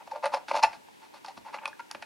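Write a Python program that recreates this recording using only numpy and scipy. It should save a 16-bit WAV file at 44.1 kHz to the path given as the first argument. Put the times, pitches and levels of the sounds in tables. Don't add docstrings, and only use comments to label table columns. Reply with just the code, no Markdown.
import sys
import numpy as np
from scipy import signal
from scipy.fft import rfft, irfft, next_fast_len
from scipy.io import wavfile
from scipy.ndimage import map_coordinates

SR = 44100
rng = np.random.default_rng(int(sys.argv[2]) if len(sys.argv) > 2 else 0)


def to_wav(s):
    ch = np.atleast_2d(s).T
    pcm = np.round(np.clip(ch, -1, 1) * 32767)
    wavfile.write(sys.argv[1], SR, pcm.astype(np.int16))


N = 90404


def amp(db):
    return 10 ** (np.asarray(db) / 20)


def unit(x):
    return x / np.sqrt(np.mean(x ** 2) + 1e-20)


def burst(x):
    return x * np.sqrt(SR / 100 / (np.sum(x ** 2) + 1e-20))


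def fade(t, t60):
    return np.exp(-np.log(1000) * t / np.maximum(t60, 1e-3))


def along(points, hz):
    freqs, values = np.transpose(points)
    return np.interp(np.log(hz + 1), np.log(freqs + 1), values)


def filtered(x, response):
    n = x.shape[-1]
    padded = next_fast_len(n + 8192)
    return irfft(rfft(x, padded) * response(np.fft.rfftfreq(padded, 1 / SR)), padded)[..., :n]


def noise(colour, size):
    return unit(filtered(rng.standard_normal(size), lambda hz: amp(along(colour, hz))))


def add(track, start, x):
    i = max(0, round(start * SR))
    part = track[i:i + len(x)]
    part += x[:len(part)]


# frequency in Hz, relative level in dB.
HUSH_CENTRE = [(15, -56), (25, -29.5), (267, -4), (666, -11), (919, 0), (1200, -18.5), (1600, -11.5),
               (2560, -10), (5010, -16), (10400, -20.5), (15500, -27.5)]
HUSH_SIDES = [(15, -58), (25, -35), (300, -4), (2490, -20), (15500, -43.5)]

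def room_hush():
    return amp(-60.5) * noise(HUSH_CENTRE, N), amp(-55.5) * noise(HUSH_SIDES, N)


# frequency in Hz, fade time in seconds.
ECHO_FADES = [(150, 0.4), (4000, 0.22), (12000, 0.17)]
# frequency in Hz, gain in dB.
ECHO_COLOUR = [(100, -1), (500, -13.5), (900, -17.5), (1400, -11.5), (4000, -16.5), (12000, -8)]

def room_echo(x):
    freqs, t, spectrum = signal.stft(rng.standard_normal(SR // 2), SR, nperseg=256)
    tail = signal.istft(spectrum * fade(t, along(ECHO_FADES, freqs)[:, None]), SR, nperseg=256)[1]
    tail *= np.minimum(np.arange(len(tail)) / SR / 0.0055, 1)
    returned = filtered(x, lambda hz: amp(along(ECHO_COLOUR, hz)))
    return signal.fftconvolve(returned, tail / np.linalg.norm(tail))[:N]


def near_echoes(x):
    t = np.arange(SR // 40) / SR
    echo = rng.standard_normal(len(t)) * fade(t, 0.013)
    return signal.fftconvolve(x, echo / np.linalg.norm(echo))[:N]


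# frequency in Hz, relative level in dB.
TABLE_COLOUR = [(25, -36), (110, -15.5), (220, -2), (370, 1), (520, -24), (5000, -50)]
# start in seconds, level in dB.
THUDS = [(0.254, -59.5), (0.489, -61.5), (0.512, -50.5), (.631, -46.5), (1.375, -53.5), (1.947, -52)]

def thuds():
    out, t = np.zeros(N), np.arange(SR // 5) / SR
    shape = fade(t, t60=.075) * (1 - np.exp(-t / .002))
    for start, db in THUDS:
        add(out, start, amp(db) * burst(noise(TABLE_COLOUR, len(t)) * shape))
    return out


# frequency in Hz, relative level in dB.
PLASTIC_COLOUR = [(450, -4.5), (550, 5.5), (680, -6.5), (880, 4.5), (1000, 0.5), (1250, -8.5),
                  (2550, -12.5), (3100, -19.5), (4600, -17), (5600, -21.5), (7500, -31.5), (8200, -39),
                  (8900, -29), (10800, -34.5), (12200, -48), (15500, -64)]
# low edge in Hz, high edge in Hz.
BANDS = [(490, 740), (740, 1300), (1300, 3200), (3200, 16000)]

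def plastic_band(x, lo, hi):
    def response(hz):
        edges = np.sqrt((1 + (lo / (hz + 1)) ** 24) * (1 + (hz / hi) ** 24))
        return amp(along(PLASTIC_COLOUR, hz)) / edges
    return unit(filtered(x, response))


# pitch in Hz, relative level in dB, fade time in seconds.
CASING_NOTES = [(554, 0.5, 0.052), (602, 8, 0.039), (680, 8.5, 0.035), (898.5, -2, 0.074), (867.6, 4, 0.05),
                (944, -3, 0.079), (1020, -4, 0.032), (1172, -8, 0.05), (1433, -0.5, 0.018),
                (1603, -5.5, 0.045), (2030, -9.5, 0.022), (2268, -3, 0.009), (2497, -19.5, 0.1),
                (2625, 5, 0.013), (4215, 7, 0.017), (4420, 6, 0.06)]

def casing_response(hz):
    ringing = sum(1 / (1 + 1j * (hz - pitch) * 2 * np.pi * t60 / np.log(1000))
                  for pitch, _, t60 in CASING_NOTES)
    return amp(2) + ringing


def no_bass(x):
    return signal.sosfilt(signal.ellip(5, 1, 50, 460, 'high', fs=SR, output='sos'), x)


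# knock gain in dB, slide gain in dB, level in dB of its blur of
# crowded notes against the clear ones, the blur's fade time in seconds.
BAND_VOICES = [(-4.5, -3.5, -24.5, 0.011), (-1, -1.5, -7, 0.0048), (-1, -2, 4, 0.038),
               (-5, -3.5, 9.5, 0.057)]
# start in seconds, length in seconds, four band levels in dB before gain.
SLIDES = [(0, 0.018, -59.5, -49, -59, -81), (0.129, 0.056, -41, -51, -57, -64.5),
          (0.232, 0.046, -37, -36, -44, -52), (0.325, 0.05, -43, -35.5, -51, -50.5),
          (0.487, 0.03, -55, -44.5, -45, -45.5), (0.533, 0.069, -42, -46, -45.5, -44.5),
          (0.724, 0.044, -71, -52.5, -60, -55.5), (1.022, 0.046, -74, -54.5, -61, -62.5),
          (1.144, 0.04, -70, -55, -60, -59), (1.257, 0.06, -63, -49, -60, -59.5),
          (1.452, 0.054, -60, -48, -55, -61), (1.532, 0.039, -60, -40, -51.5, -54),
          (1.617, 0.058, -53, -46.5, -50, -71), (1.796, 0.0091, -57, -51, -46, -56.5)]

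def slides():
    slips_per_s, edge_s, rumble_db = 1400, .007, -13.5
    grit, rumble = np.zeros(N), np.zeros(N)
    for start, length, *levels in SLIDES:
        n = int((length + 2 * edge_s) * SR)
        t = np.arange(n) / SR
        slips = (rng.random(n) < slips_per_s / SR) * rng.choice([-1, 1], n)
        strength = amp(0.5 * rng.standard_normal(n))
        pressure = amp(0.3 * map_coordinates(rng.standard_normal(64), [t * 120], mode='mirror'))
        stroke = np.abs(np.sin(np.pi * t / t[-1])) ** 0.38
        rub = filtered(slips * strength * pressure, casing_response)
        for (lo, hi), db, (_, gain_db, _, _) in zip(BANDS, levels, BAND_VOICES):
            add(grit, start - edge_s, amp(db + gain_db) * unit(stroke * plastic_band(rub, lo, hi)))
        add(rumble, start - edge_s, amp(levels[-1] + rumble_db) * unit(stroke * noise(TABLE_COLOUR, n)))
    return no_bass(grit) + signal.sosfilt(signal.butter(4, 180, 'high', fs=SR, output='sos'), rumble)


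# start in seconds, pitch in Hz, level in dB, fade time in seconds.
PINGS = [(0.1184, 876, -32, 0.027), (.254, 578.3, -27.5, 0.046), (.337, 558, -30.5, 0.046),
         (.634, 881, -16, 0.044), (.636, 685.5, -26.5, 0.051), (.636, 2652, -32, 0.045),
         (1.281, 793, -40, 0.044), (1.458, 875, -41, 0.061), (1.656, 2505, -33, 0.011),
         (1.6558, 1140, -33.5, 0.0087), (1.7301, 1650, -47, 0.011), (1.795, 937, -37, 0.033),
         (1.794, 1400, -44, 0.035)]

def pings():
    out, t = np.zeros(N), np.arange(SR // 10) / SR
    for start, hz, db, t60 in PINGS:
        onset = (1 - np.exp(-t / (.14 * t60))) ** 1.5
        add(out, start, amp(db) * burst(np.sin(2 * np.pi * hz * t) * fade(t, t60) * onset))
    return out


# start in seconds, level in dB, pitch in Hz.
SNAPS = [(.257, -43.5, 9260), (0.266, -50.5, 4700), (.345, -42, 5240), (0.55, -50, 5200),
         (0.5643, -42, 5000), (.5726, -46, 4530), (0.6276, -38, 4140), (0.6298, -36, 5000),
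         (.6341, -30, 5240), (.6366, -32, 4400), (1.2619, -48.5, 4300), (1.6557, -49, 9280),
         (1.6568, -40, 3350), (1.6773, -49, 5670), (1.9131, -39.5, 4700), (2.0243, -53.5, 5300)]

def snaps():
    out, t = np.zeros(N), np.arange(SR // 40) / SR
    for start, db, hz in SNAPS:
        ring = np.sin(2 * np.pi * hz * t) * fade(t, t60=0.0071) * (1 - np.exp(-(t * hz) ** 2))
        crack = plastic_band(rng.standard_normal(len(t)), *BANDS[-1]) * fade(t, t60=0.0079)
        add(out, start, amp(db) * burst(burst(ring) + amp(-1.5) * burst(crack)))
    return signal.sosfilt(signal.butter(2, 12500, fs=SR, output='sos'), out)


def clear_notes(t, rise, lo, hi):
    ring, after = np.zeros(len(t)), np.maximum(t - rise, 0)
    for hz, db, t60 in CASING_NOTES:
        if lo <= hz < hi:
            gain = amp(db + 4 * rng.normal())
            pitch = hz * (1 + 0.0048 * rng.normal())
            phase = (hz > 1300) * rng.random()
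            decay = fade(after, t60) + amp(-26.5) * fade(after, 5.4 * t60)
            ring += gain * decay * np.sin(2 * np.pi * (pitch * (t - rise) + phase))
    return ring


# start in seconds, four band levels in dB before gain,
# seconds the contact takes to build.
KNOCKS = [(0.0735, -43, -43.5, -55, -56, 0.0017), (0.112, -44.5, -42, -49, -49, 0.0031),
          (0.157, -33, -34, -50, -53, 0.0035), (0.2375, -25, -29.5, -61, -47.5, 0.0013),
          (0.2411, -30, -30, -35.5, -45, 0.00098), (0.2555, -43, -32.5, -33.5, -43, 0.0022),
          (0.2605, -43, -27, -43, -40, 0.00089), (0.3365, -27, -24.5, -34.5, -39, 0.0017),
          (0.345, -32.5, -35, -36.5, -39, 0.00056), (0.369, -32.5, -32.5, -50, -49, 0.00087),
          (0.4835, -44, -46, -42.5, -45, 0.00064), (0.5112, -24.5, -24, -34.5, -43, 0.001),
          (0.541, -25.5, -27.5, -41, -50, 0.0016), (0.551, -35, -22.5, -39, -42, 0.0027),
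          (0.5635, -28.5, -28, -36.5, -37, 0.0012), (0.572, -36, -28, -38.5, -42, 0.00033),
          (0.591, -36, -30, -48, -60, 0.00074), (0.6295, -63, -23, -31.5, -44, 0.00088),
          (0.6348, -28, -19.5, -24.5, -28.5, 0.00098), (0.6425, -24, -29, -26.5, -33.5, 0.00085),
          (0.731, -50, -43, -44, -50.5, 0.00068), (0.884, -57.5, -52, -62.5, -71, 0.0011),
          (1.141, -51, -48, -59, -54.5, 0.0014), (1.2452, -59, -39, -47.5, -46.5, 0.0004),
          (1.281, -46, -44.5, -49, -46, 0.0026), (1.374, -46, -44.5, -52.5, -48.5, 0.00155),
          (1.542, -37, -34.5, -38, -47.5, 0.0016), (1.584, -55, -42.5, -43.5, -65, 0.0026),
          (1.6556, -49, -38.5, -36.5, -47, 0.00039), (1.677, -44, -35.5, -55, -44, 0.00043),
          (1.910, -52, -43, -44.5, -59, 0.00124), (1.9475, -39.5, -42, -40.5, -48.5, 0.00026),
          (2.0232, -44, -42, -40, -46, 0.0006)]

def brushes():
    out, t = np.zeros(N), np.arange(SR // 40) / SR
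    brush_db, swell_s, soft_rise_s = -11.5, 0.0043, 0.0014
    time_left = t[-1] - t
    for start, *levels, rise in KNOCKS:
        swell = np.exp(-time_left / (swell_s + rise)) * np.minimum(time_left * 1000, 1)
        softness = min(rise / soft_rise_s, 1)
        for (lo, hi), db in zip(BANDS[1:], levels[1:]):
            grit = plastic_band(rng.standard_normal(len(t)), lo, hi)
            add(out, start + rise - t[-1], amp(db + brush_db) * softness * burst(swell * grit))
    return out


def knocks():
    out, t = np.zeros(N), np.arange(SR // 5) / SR
    for start, *levels, contact_rise in KNOCKS:
        for (lo, hi), db, (gain_db, _, blur_db, t60) in zip(BANDS, levels, BAND_VOICES):
            rise = np.hypot(contact_rise, 1.095 / lo)
            onset = 1 - np.exp(-(t / rise) ** 2)
            clear = clear_notes(t, rise, lo, hi)
            blur = plastic_band(rng.standard_normal(len(t)), lo, hi) * fade(np.maximum(t - rise, 0), t60)
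            knock = burst(onset * clear) + amp(blur_db) * burst(onset * blur)
            add(out, start, amp(db + gain_db) * burst(knock))
    return no_bass(out)


def scene():
    direct = brushes() + knocks() + snaps() + pings() + slides() + thuds()
    hush_mid, hush_side = room_hush()
    mid = direct + room_echo(direct) + hush_mid
    side = amp(-7.5) * room_echo(direct) + amp(-22.5) * near_echoes(direct)
    side += amp(-1) * thuds() + hush_side
    return np.array([mid + side, mid - side]) * amp([[.25], [-.25]])


def record(dry):
    return filtered(dry, lambda hz: hz < 16000)


dry = scene()
out = record(dry)
to_wav(out)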